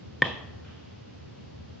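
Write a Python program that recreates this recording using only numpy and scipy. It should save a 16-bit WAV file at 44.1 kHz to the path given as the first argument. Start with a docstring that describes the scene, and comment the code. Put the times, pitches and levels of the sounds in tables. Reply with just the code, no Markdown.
"""A low, distant town rumble hangs over a patio in a walled back garden.
A golf club knocks a ball up into the air once, with a dry, hollow clack.
The clack slaps back from paving and furniture, then rings briefly between fence and house.
A faint swish and a light tap of the shaft follow as the club is tossed, and sink into the rumble."""
import sys
import numpy as np
from scipy import signal
from scipy.fft import rfft, irfft, next_fast_len
from scipy.io import wavfile

SR = 44100
rng = np.random.default_rng(int(sys.argv[2]) if len(sys.argv) > 2 else 0)


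def store_pcm(level_fs):
    """Save levels as 16-bit WAV."""
    pcm = np.round(np.clip(level_fs, -1, 1) * 32767).astype(np.int16)
    wavfile.write(sys.argv[1], SR, np.atleast_2d(pcm).T)


N = 79380  # 1.8 s
KNOCK_S, KNOCK_DB = .2202, -3  # moment and strength of the blow


# Ring of club head and ball: (pitch [Hz], level [dB], decay t60 [s], left minus right [dB])
CLUB_MODES = [(145, -14, 0.013, 0.5), (324, -19, 0.018, -1), (510, -14.5, .014, -6),
              (1057, -15, 0.0095, -5), (1828, 5, .029, -0.5), (2290, -6, 0.013, 0.5), (3045, -10, .02, 4),
              (3235, -4.5, .017, 8.5), (3400, -12, .018, 6.5), (4350, -17.5, .022, -1),
              (4870, -6.5, .014, -6.5), (7180, -4.5, .016, -3)]
def knock():
    """The ball meets the face: one soft-edged blow rings short, hollow modes; the low thud lags."""
    spread_s, spread_hz = .000563, 1850  # travel time of bending waves across the face at this pitch
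    def colour(hz):
        springy_ball = contact(hz, soft_hz=3664)
        spread = np.exp(-4j * np.pi * spread_s * np.sqrt(hz * spread_hz))  # treble arrives first
        hollow = 1 - (1 - amp(-22)) * band(hz, centre_hz=1390, width_hz=385)  # notch under the main ring
        return springy_ball * spread * hollow
    return amp(KNOCK_DB) * filtered(ring(KNOCK_S, CLUB_MODES), colour)


# Slaps off paving, furniture, fence and house:
# (delay [s], left level [dB], right level [dB], band centre [Hz], band width [Hz])
SLAPS = [(.0046, -5, -2, 3250, 1000), (.0044, -9, -12, 580, 650), (.0042, 6, 7.5, 1070, 290),
         (.0072, -2.5, -2.5, 140, 200), (.0185, -16, -4, 900, 650), (.0225, -14, -17, 3350, 900),
         (.031, -5, -11, 3100, 900), (.033, -22, -21, 1800, 2000), (.0395, -9, -9, 420, 550),
         (.0425, -11, -10, 3280, 600), (.0485, -3, -11, 895, 500), (.092, -29, -29, 1800, 2000)]
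def echoes(clack):
    """Single hard surfaces each throw back a delayed copy, favouring one band."""
    def surfaces(hz):
        return sum(amp([[left], [right]]) * np.exp(-2j * np.pi * hz * delay) * band(hz, centre, width) ** 2
                   for delay, left, right, centre, width in SLAPS)
    return filtered(clack, surfaces)


# Tone of the sound the club throws at the walls: (frequency [Hz], relative level [dB])
TAIL_TONE = [(50, -32), (90, -6.5), (150, 2.5), (300, -5), (700, -4), (1150, -6), (1480, -21),
             (1680, -11.5), (1820, -1.5), (1930, -7.5), (2150, -19), (2600, -6), (2850, -13), (3050, -5.5),
             (3320, 0.5), (3600, -10.5), (4200, -17.5), (4520, -30), (4800, -21.5), (5600, -27),
             (7500, -42)]
# How long the garden rings: (frequency [Hz], decay t60 [s])
TAIL_DECAY = [(100, 0.347), (300, 0.68), (900, 0.71), (1830, 0.81), (3200, 0.53), (6000, .5)]
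# Stereo image in the garden, mono lows and wide highs: (frequency [Hz], left-right likeness [-1..1])
GARDEN_IMAGE = [(100, 1), (400, 0.21), (1500, 0.52), (5000, 0)]
def garden_reverb():
    """Furniture scatters a little at once; the ring builds between the walls and dies band by band."""
    early_share, build_delay_s, build_s = .35, .02, .007
    hz, t, bands = signal.stft(noise(TAIL_TONE, GARDEN_IMAGE), SR, nperseg=256)
    bands = bands * fade(np.maximum(t - KNOCK_S, 0), along(TAIL_DECAY, hz)[:, None])
    tail = signal.istft(bands, SR, nperseg=256)[1][:, :N]
    build = 1 - (1 - early_share) * np.exp(-since(KNOCK_S + build_delay_s) / build_s)
    return amp(KNOCK_DB - 24) * tail * build * (since(KNOCK_S) > 0)


# Breathy tone of sleeve and shaft: (frequency [Hz], relative level [dB])
SWISH_TONE = [(500, -10), (1500, -2.5), (2400, -5), (3200, 2), (4200, -20), (7000, -33)]
# Ring of the shaft: (pitch [Hz], level [dB], decay t60 [s], left minus right [dB])
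SHAFT_MODES = [(1450, -2, 0.023, 0), (2440, -2, .028, 0), (3470, -2, 0.026, 0)]
def toss():
    """Sleeve and shaft swish; the club leaves the hand with a light tap, softened by the hand."""
    swish_s, attack_s, tap_s = .635, .038, .649
    t = since(swish_s)
    envelope = np.minimum(t / attack_s, 1) * fade(t, t60=1.5)
    swish = noise(SWISH_TONE, GARDEN_IMAGE) * envelope
    tap = filtered(ring(tap_s, SHAFT_MODES), lambda hz: contact(hz, soft_hz=6000))
    return amp(-53.5) * swish + amp(-44.5) * tap


# Low bed of far-off traffic: (frequency [Hz], relative level [dB])
RUMBLE_TONE = [(25, -18), (45, -12), (58, -12), (76, 2.5), (120, -3.5), (160, -7), (235, -8.5), (340, -13),
               (500, -21), (900, -56.5)]
# Slow fader ride on the rumble: (time [s], level [dB])
RUMBLE_RIDE = [(0, -44), (.55, -44), (.95, -47), (1.3, -45), (1.8, -45)]
# Soft hiss of open air: (frequency [Hz], relative level [dB])
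AIR_TONE = [(240, -32.5), (400, -4.5), (500, -2), (735, -6.5), (1160, -13), (1370, -15), (2370, -17.5),
            (2890, -15), (3990, -19), (4630, -18.5), (6310, -26), (7800, -38.5), (10100, -62),
            (17200, -120)]
# Stereo image of rumble and air: (frequency [Hz], left-right likeness [-1..1])
TOWN_IMAGE = [(60, 0.81), (130, 0.65), (300, -0.44), (680, -0.69), (1500, 0.44), (3500, 0.11),
              (7700, -0.087)]
def town():
    """Distant traffic rumbles, drifting slowly in level, under an even hiss of air."""
    ride_db = np.interp(since(0), *np.transpose(RUMBLE_RIDE))
    rumble = amp(ride_db) * noise(RUMBLE_TONE, TOWN_IMAGE)
    air = amp(-54) * noise(AIR_TONE, TOWN_IMAGE)
    return rumble + air


def ring(start, modes):
    """Damped modes struck at start, each with its own pan."""
    t = since(start)
    partials = (amp(db + np.array([[pan], [-pan]]) / 2) * fade(t, t60) * np.cos(2 * np.pi * hz * t)
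                for hz, db, t60, pan in modes)
    return (t > 0) * sum(partials)


def contact(hz, soft_hz):
    """A soft contact takes the edge off a blow."""
    return (1 + 1j * hz / soft_hz) ** -6


def band(hz, centre_hz, width_hz):
    """Response of one resonance, 1 at its centre."""
    return 1j * hz * width_hz / (centre_hz ** 2 - hz ** 2 + 1j * hz * width_hz)


def noise(tone, image):
    """Coloured stereo noise of rms 1; the image sets the mid-side balance at each frequency."""
    def mid_side(hz):
        angle = np.arccos(np.clip(along(image, hz), -1, 1)) / 2
        return amp(along(tone, hz)) * [np.cos(angle), np.sin(angle)]
    mid, side = filtered(rng.standard_normal((2, N)), mid_side)
    stereo = np.array([mid + side, mid - side])
    return stereo / np.sqrt(np.mean(stereo ** 2) + 1e-20)


def filtered(x, response):
    """Shape x with a complex frequency response."""
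    size = next_fast_len(N + SR // 2)
    hz = np.fft.rfftfreq(size, 1 / SR)
    return irfft(rfft(x, size) * response(hz), size)[..., :N]


def along(points, hz):
    """Read a curve of (frequency [Hz], value) points on a log axis."""
    freqs, values = np.transpose(points)
    return np.interp(np.log(hz + 1), np.log(freqs + 1), values)


def since(start):
    """Seconds since start, zero before it."""
    return np.maximum(np.arange(N) / SR - start, 0)


def fade(t, t60):
    """Decay by 60 dB every t60 seconds."""
    return amp(-60 * t / t60)


def amp(db):
    """Decibels to gain."""
    return 10 ** (np.asarray(db) / 20)


def scene():
    """The knock up front, its echoes and tail, the toss, and the town behind."""
    clack = knock()
    return clack + echoes(clack) + garden_reverb() + toss() + town()


def record(dry):
    """Master EQ: roll off the deep bass and cut the top dead."""
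    low_cut_hz, top_hz = 74, 7750
    thinned = signal.sosfilt(signal.butter(4, low_cut_hz, "high", fs=SR, output="sos"), dry)
    return filtered(thinned, lambda hz: hz < top_hz)


dry = scene()
out = record(dry)
store_pcm(out)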